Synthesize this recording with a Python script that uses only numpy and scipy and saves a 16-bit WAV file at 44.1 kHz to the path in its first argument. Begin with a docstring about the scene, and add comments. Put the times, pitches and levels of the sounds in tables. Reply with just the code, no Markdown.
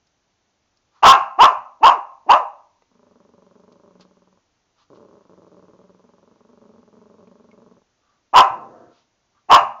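"""Small dog in a bathtub

A small dog yaps four times, growls softly in a flutter, then yaps twice more, with a grumble between.
In a yap the vocal folds climb in pitch and break into a rasp; in a growl they slap in short, slack runs.
Sniffs, wet ticks and soft low bumps sit over a faint hush. The tub and the tiled room ring after each
yap, and the yaps overload the close microphone."""
import sys
import numpy as np
from scipy import signal
from scipy.io import wavfile
from scipy.ndimage import map_coordinates

SR = 44100
rng = np.random.default_rng(int(sys.argv[2]) if len(sys.argv) > 2 else 0)


def pcm_store(signal):
    """Save signal as 16-bit PCM."""
    levels = np.round(np.clip(np.atleast_2d(signal), -1, 1) * 32767)
    wavfile.write(sys.argv[1], SR, levels.astype(np.int16).T)


N = 432180


def amp(db):
    """Decibels to gain."""
    return 10 ** (np.asarray(db) / 20)


def unit(x):
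    """Scales to rms 1."""
    return x / np.sqrt(np.mean(x ** 2) + 1e-20)


def curve_at(points, hz):
    """Reads a curve on a log-frequency axis."""
    points_hz, values = np.transpose(points)
    return np.interp(np.log(hz + 1), np.log(points_hz + 1), values)


def add(mix, start_s, sound):
    """Lays a sound into the mix."""
    part = mix[max(round(start_s * SR), 0):][:len(sound)]
    part += sound[:len(part)]


def band(x, lo_hz, hi_hz, order=2):
    """Band-pass."""
    return signal.sosfilt(signal.butter(order, [lo_hz, hi_hz], "band", fs=SR, output="sos"), x)


def low_pass(x, hz, taps):
    """Steep treble cut."""
    return signal.fftconvolve(x, signal.firwin(taps, hz, window=("kaiser", 9), fs=SR), "same")


def resonate(x, hz, width_hz):
    """One resonance of gain 1."""
    return signal.lfilter(*signal.iirpeak(hz, hz / width_hz, SR), x)


def colour(x, spectrum, shift=1, size=4096):
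    """Minimum-phase EQ that follows the spectrum, its frequencies multiplied by shift."""
    hz = abs(np.fft.fftfreq(size, 1 / SR))
    log_gain = np.log(amp(curve_at(spectrum, hz / shift)))
    taps = np.fft.ifft(np.exp(np.conj(signal.hilbert(log_gain)))).real
    return signal.fftconvolve(x, taps[:size // 2])[:len(x)]


def moving_colour(x, spectrum, shift):
    """EQ that slides with the shift curve, by running on a stretched clock."""
    clock = np.cumsum(shift)
    steps = np.arange(clock[-1])
    stretched = np.interp(steps, clock, x)
    return np.interp(clock, steps, colour(stretched, spectrum))


def wander(n, hz):
    """Smooth random drift of rms 1, up to about hz."""
    knots = rng.standard_normal(int(n * hz * 2 / SR) + 2)
    return unit(map_coordinates(knots, [np.arange(n) * hz * 2 / SR], mode="nearest"))


# The tone of the quiet room. Each row: frequency in Hz, relative level in dB.
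HUSH_EQ = [(15, -24.5), (25, 0), (45, -6), (103, -1.5), (143, -7), (297, -5), (511, -9), (660, -7),
           (1590, -13), (1870, -14.5), (5280, -17), (6080, -13), (7000, -18.5), (9100, -46), (15400, -120)]


def room_hush(level_db=-70):
    """A faint, steady bed of dark noise."""
    return amp(level_db) * unit(colour(rng.standard_normal(N), HUSH_EQ))


def reverb(x, t60s, delay_s, slot=20):
    """Sparse reflections of random sign, one per slot of samples; each band dies at its own speed."""
    echoes = np.zeros(SR)
    slots = np.arange(0, SR - slot, slot)
    echoes[slots + rng.integers(0, slot, len(slots))] = rng.choice([-1, 1], len(slots))
    hz, t, bands = signal.stft(echoes, SR, nperseg=256)
    decay = amp(-60 * t / curve_at(t60s, hz)[:, None])
    response = signal.istft(bands * decay, SR)[1]
    response = np.pad(response / np.linalg.norm(response), (int(delay_s * SR), 0))
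    return signal.fftconvolve(x, response)[:N]


# What the tiles throw back. Each row: frequency in Hz, gain in dB.
TILE_EQ = [(100, -7), (300, -4), (490, -7), (600, 2), (1000, -1.5), (1600, 0.5), (2800, 1.5), (6000, 1)]
# The tiled room's tail. Each row: frequency in Hz, seconds to fall 60 dB.
ROOM_DECAY = [(150, .35), (600, 0.48), (1000, 0.48), (1600, 0.36), (2800, 0.37), (6000, 0.31)]
# Standing waves between the tub's sides. Each row: frequency in Hz, width in Hz, gain in dB.
STANDING_WAVES = [(580, 7, -13.5), (630, 7, -9), (872, 7, -14), (920, 2.4, -15), (970, 5, -14.5),
                  (1008, 7.6, -13.5), (1155, 8, -15), (1281, 13, -10.5), (2672, 12, -15), (2778, 12, -19)]


def bathroom(x, tub_db, room_db, standing_db, tub_t60=.17):
    """The direct sound, quick echoes in the tub, its standing waves and the longer ring of the tiles."""
    reflected = colour(x, TILE_EQ)
    tub = reverb(reflected, [(100, tub_t60), (7000, tub_t60)], delay_s=.004)
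    standing = sum(amp(db) * resonate(x, hz, width) for hz, width, db in STANDING_WAVES)
    room = reverb(reflected, ROOM_DECAY, delay_s=.014)
    return x + amp(tub_db) * tub + amp(standing_db) * standing + amp(room_db) * room


# The tones in a bump. Each row: frequency in Hz before detuning, gain in dB, seconds to fall 60 dB.
BUMP_MODES = [(94.5, -3.5, .2), (119, 6.5, .16), (205, -4, 0.17), (245, -3.5, 0.61)]
# Soft low bumps and low ringing after the yaps. Each row: start in seconds, level in dB.
LOW_BUMPS = [(1.209, -55.5), (1.575, -58), (8.503, -44), (8.869, -59.5), (9.611, -45.5), (9.68, -57)]


def low_bump(start_s, level_db, attack_s=.004):
    """A soft onset and a short low ring, tuned a little differently each time."""
    t = np.arange(SR // 3) / SR
    ring = sum(amp(db - 60 * t / t60) * np.sin(2 * np.pi * hz * rng.uniform(.82, 1.04) * t)
               for hz, db, t60 in BUMP_MODES)
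    return start_s, amp(level_db) * ring * (1 - np.exp(-t / attack_s))


# Lips and claws. Each row: start in seconds, peak level in dB, resonance in Hz, its width in Hz.
WET_TICKS = [(.07, -57, 5000, 1500), (.772, -54, 4690, 2000), (2.822, -48, 470, 250),
             (3.464, -64, 4500, 3000), (3.6, -58, 4004, 4020), (3.723, -49, 4200, 3000),
             (4.009, -43.5, 4200, 3500), (7.274, -54, 2400, 1200), (7.514, -50, 2166, 89.4)]


def wet_tick(start_s, peak_db, hz, width_hz, decay_s=.0046):
    """A tiny snap of noise through one resonance."""
    t = np.arange(SR // 10) / SR
    snap = rng.standard_normal(len(t)) * np.exp(-t / decay_s)
    ring = resonate(snap, hz, width_hz)
    return start_s, amp(peak_db) * ring / abs(ring).max()


# Quick sniffs. Each row: centre and length in seconds, level in dB, relative hiss and whistle in dB.
SNIFFS = [(0.972, 0.14, -61.5, -8.5, -10.5), (4.018, 0.058, -59.5, 1, -21), (4.81, 0.13, -64.5, -2, -14),
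          (4.962, .06, -67, 0, -15), (8.11, .3, -71.5, -8, -1), (8.978, .2, -73, 6.5, -15.5),
          (9.382, 0.14, -68.5, -10, -6)]


def sniff(centre_s, length_s, level_db, hiss_db, whistle_db, whistle_hz=1170, width_hz=70):
    """Air drawn through the dog's nose: a hollow note, a thin hiss and a faint whistle."""
    n = int(length_s * SR)
    air = rng.standard_normal(SR)[:n]
    hollow = unit(band(air, 850, 1400))
    hiss = amp(hiss_db) * unit(band(air, 2400, 5100))
    whistle = amp(whistle_db) * unit(resonate(resonate(air, whistle_hz, width_hz), whistle_hz, width_hz))
    return centre_s - length_s / 2, amp(level_db) * (hollow + hiss + whistle) * np.hanning(n)


def fold_slaps(flutter_hz, slap_hz, push_db, slip, uneven_db):
    """Slack folds slap in one short run per flutter; returns a plain and an accented pulse train."""
    n = len(flutter_hz)
    flutters = np.floor(np.cumsum(flutter_hz) / SR + .75)
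    starts = np.flatnonzero(np.diff(flutters))[:, None]
    nth = np.arange(7)  # slaps in a run
    chance = rng.standard_normal((SR // 200, 4, len(nth)))[:len(starts)]
    gap_luck, start_luck, level_luck, length_luck = chance.swapaxes(0, 1)
    delay_s = (nth + np.cumsum(slip * gap_luck, 1)) / slap_hz[starts] + .00182 * start_luck[:, :1]
    delay_s += .00397 * (nth // 4)  # a run stumbles after its fourth slap and starts afresh
    at = np.clip(starts + (delay_s * SR).astype(int), 0, n - 1)
    # a run holds longer the harder the dog pushes, then loses 7 dB a slap
    full_slaps = np.maximum(3.9 + .5 * push_db[starts] + length_luck[:, :1], 2)
    fade_db = -7 * np.maximum(nth + 1 - full_slaps, 0)
    slaps, snaps = np.zeros((2, n))
    slaps[at] = -amp(uneven_db * level_luck + fade_db)
    snaps[at] = slaps[at] * amp(-8 * (nth % 2) - 3.5 * (nth % 4))  # accents on the first and third of four
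    return slaps, snaps


# The low hum that rings on under the growl. Each row: frequency in Hz, width in Hz, gain in dB.
HUM_MODES = [(100, 62, -7), (184.3, 5, 4.5), (214.3, 4, -0.5), (241.5, 12.4, 6.5)]
# Broad resonances of the nose and of the mouth. Each row: frequency in Hz, gain in dB.
NOSE_EQ = [(25, -43), (60, -31), (95, -3), (150, -13.5), (290, 1), (345, -3.5), (425, 2.5), (505, -5.5),
           (580, 1.5), (760, -28), (1400, -41.5)]
MOUTH_EQ = [(500, -39.5), (850, 0), (1050, 2.5), (1250, -5), (1550, -13.5), (1900, -25), (3000, -55)]
# Two long, soft growls, a list of breakpoints each. Each row: time in seconds, level in dB,
# flutters per second, slaps per second within a flutter, relative level of the low hum in dB.
GROWLS = [
    [(2.9, -71, 22.7, 195, 3), (3.03, -58.5, 26.4, 200, -4), (3.14, -56.5, 22.2, 204, -5),
     (3.45, -56.5, 22.7, 173, -4.5), (3.88, -55.5, 26.7, 203, -9), (4, -54.5, 19.6, 184, -2),
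     (4.1, -59, 17.3, 195, -3), (4.36, -64.5, 20, 186, 0), (4.42, -71.5, 29, 193, -3)],
    [(4.895, -50.5, 36.3, 147, -7), (4.97, -51, 25, 189, -15), (5.13, -51.5, 25.5, 187, -15),
     (5.24, -57, 22.4, 200, -11), (5.3, -51.5, 25.3, 165, -12), (5.6, -51.5, 17.3, 170, -10.5),
     (6.02, -55.5, 20.8, 198, -4), (6.4, -56.5, 22.9, 205, -5.5), (6.66, -53.5, 25.6, 218, -4.5),
     (6.8, -56, 20.5, 194, -1.5), (7.14, -53, 23.9, 208, -6), (7.42, -54.5, 22.8, 213, -2.5),
     (7.64, -54, 23.2, 195, -5), (7.75, -53.5, 15.7, 177, -2), (7.83, -66.5, 24.8, 190, -4)],
]
# The grumble that trails the fifth yap, with rows as in a growl.
GRUMBLE = [(8.5, -46.5, 29.3, 200, -6), (8.66, -47, 27, 200, -12), (8.81, -47.5, 26, 200, -18),
           (8.91, -53.5, 26.4, 200, -19), (8.95, -65, 24, 200, -9), (9.03, -74, 23, 170, 1)]


def growl(rows, breath, opening=1, slip=.112, uneven_db=.7, easy_db=-53):
    """The fluttering folds ring nose and mouth over a low hum; opening shifts nose and mouth upward."""
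    times, *columns = np.transpose(rows)
    t = np.arange(times[0], times[-1], 1 / SR)
    level_db, flutter_hz, slap_hz, hum_db = (np.interp(t, times, column) for column in columns)
    push_db = level_db - easy_db
    slaps, snaps = fold_slaps(flutter_hz, slap_hz, push_db, slip, uneven_db)
    air = breath * rng.standard_normal(N)[:len(t)]
    ring = sum(amp(db) * resonate(slaps, hz, width) for hz, width, db in HUM_MODES)
    hum = amp(hum_db) * unit(band(ring, 92, 377))
    nose = amp(-.9) * unit(colour(slaps + air, NOSE_EQ, opening))
    # the lips stay nearly shut, so the mouth's share shrinks as the growl swells
    mouth = amp(-10 - .4 * push_db) * unit(colour(snaps + air, MOUTH_EQ, opening))
    return times[0], amp(level_db) * (hum + nose + mouth) * signal.windows.tukey(len(t), .005)


def yap_gesture(hum_s, length_s, crest, peak_db, top_hz, onset_rough):
    """Effort, pitch and roughness of one yap: a shut-mouthed hum, an open-mouthed arch, a steady fade."""
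    hum_db, swell_db, fade_db_per_s = -58.5, 16.5, 659.5
    opening_s, release_s = .016, .06
    open_hz, hum_hz_per_s, climb_hz_per_s, drop_hz_per_s = 384, 5500, 5200, 3300
    t = np.arange(-hum_s, length_s + release_s, 1 / SR)
    before, during, after = np.minimum(t, 0), np.clip(t, 0, length_s), np.maximum(t - length_s, 0)
    shut = 1 - np.exp(before / opening_s)
    skew = np.log(.5) / np.log(crest)
    arch = abs(np.sin(np.pi * (during / length_s) ** skew)) ** .8
    open_db = peak_db - swell_db * (1 - arch)
    effort_db = shut * hum_db + (1 - shut) * open_db - fade_db_per_s * after
    reach_hz = top_hz - open_hz
    climb_hz = reach_hz * np.tanh(climb_hz_per_s * during / reach_hz)
    hz = open_hz + hum_hz_per_s * before + climb_hz - drop_hz_per_s * after
    # the rasp sets in 29 to 43 ms after the mouth opens and clears as the voice fades
    rough = np.interp(t, [.029, .043, length_s, length_s + release_s / 2], [onset_rough, .43, .43, .18])
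    return effort_db, hz, rough


def vocal_folds(hz, rough, air, jitter=.14, doubling=.83):
    """A buzz of 16 harmonics; roughness shakes its pitch and level and trades tone for breath."""
    n = len(hz)
    cycles = np.cumsum(hz * (1 + jitter * rough * wander(SR, 170)[:n])) / SR
    buzz = unit(sum(np.cos(2 * np.pi * k * cycles) for k in range(1, 17)))
    buzz *= 1 + rough * wander(SR, 220)[:n]
    buzz *= 1 + doubling * rough * np.cos(np.pi * cycles)  # strong and weak cycles alternate
    breath = unit(air * (.4 + np.exp(-(cycles % 1) / .3)))  # air escapes once a cycle
    return (1 - rough) * buzz + rough * breath


# The open mouth's main and upper resonances. Each row: frequency in Hz, gain in dB.
THROAT_EQ = [(150, -40.5), (480, -31.5), (620, -11), (800, -4.5), (1020, -2.5), (1150, -4), (1290, -6),
             (1480, -23), (2200, -45), (4000, -77)]
UPPER_EQ = [(900, -30.5), (1650, -2.5), (2200, -8), (2550, -3.5), (2790, 1), (3150, -19), (4200, -23),
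            (6600, -23.5)]
# The six yaps. Each row: when the mouth opens, the hum before that and the open length, all in seconds,
# crest as a share of the length, peak effort in dB, pitch it climbs toward in Hz, onset roughness from
# 0 to 1, mouth opening as a factor on the throat resonance, upper resonance in dB at an effort of 0 dB.
YAPS = [ (1.03, 0.0072, .1, .48, 6, 528.8, 0.68, 1.05, -17),
        (1.392, 0.015, 0.077, 0.54, 3, 589.2, 0.13, 1.013, -20.5),
        (1.830, .025, 0.098, 0.32, -1.47, 538.8, .28, .98, -21),
        (2.292, .029, 0.089, 0.29, -3.5, 645.4, .26, 0.95, -21),
        (8.339, .010, 0.082, 0.51, 3, 517.8, .45, 1.002, -20),
        (9.499, .015, 0.082, .47, 1.5, 580, 0.53, 1.006, -17)]


def yap(open_s, hum_s, length_s, crest, peak_db, top_hz, onset_rough, opening, upper_db):
    """The folds drive the opening mouth, brighter with effort; a low thud sits under the loudest part."""
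    effort_db, hz, rough = yap_gesture(hum_s, length_s, crest, peak_db, top_hz, onset_rough)
    air, thud_noise = rng.standard_normal((2, SR))[:, :len(hz)]
    folds = vocal_folds(hz, rough, air)
    jaw = np.minimum(hz / 495, 1) ** .5  # wide open from 495 Hz up; below, the resonance sinks with pitch
    throat = unit(moving_colour(folds, THROAT_EQ, opening * jaw))
    upper = amp(upper_db + .13 * effort_db) * unit(colour(folds, UPPER_EQ))
    thud = amp(-40 + .9 * effort_db) * unit(band(thud_noise, 28, 200, order=1))
    # the fundamental leaks through the neck even while the mouth is nearly shut
    neck = amp(-34 + .17 * effort_db) * unit(band(folds, 230, 700, order=4))
    voice = amp(effort_db) * (throat + upper + thud) + neck
    return open_s - hum_s, voice * signal.windows.tukey(len(hz), .04)


def scene():
    """The dog in the tub, over the faint hush of the room."""
    loud, soft = np.zeros((2, N))
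    for row in YAPS:
        add(loud, *yap(*row))
    # the mouth is still ajar after the yap
    add(loud, *growl(GRUMBLE, breath=.05, opening=1.184, slip=.19, uneven_db=-.5))
    for rows in GROWLS:
        add(soft, *growl(rows, breath=.013))
    for source, table in (sniff, SNIFFS), (wet_tick, WET_TICKS), (low_bump, LOW_BUMPS):
        for row in table:
            add(soft, *source(*row))
    hush = room_hush()
    # yaps aim up at the tiles, while the soft sounds stay low and close
    ringing = bathroom(loud, tub_db=-6.5, room_db=-14, standing_db=-.5)
    close = bathroom(soft, tub_db=-15, room_db=-19, standing_db=-26)
    return (ringing + close + hush)[None]


def overload(x, ceiling, hardness):
    """Flattens the peaks at the ceiling."""
    return x / (1 + abs(x / ceiling) ** hardness) ** (1 / hardness)


# The microphone chain's treble colour. Each row: frequency in Hz, gain in dB.
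TREBLE_EQ = [(7000, 0), (8500, -2.5), (11000, 5.5), (13000, 5.5), (16000, 5.5)]


def record(dry):
    """The input squares off the yaps; a low-pass makes their flat tops ripple, and these clip again."""
    squared = overload(dry[0], ceiling=.71, hardness=7)
    rippled = low_pass(squared, 7250, taps=121)
    clipped = overload(rippled, ceiling=.7, hardness=80)
    return low_pass(colour(clipped, TREBLE_EQ), 15950, taps=511)[None]


dry = scene()
out = record(dry)
pcm_store(out)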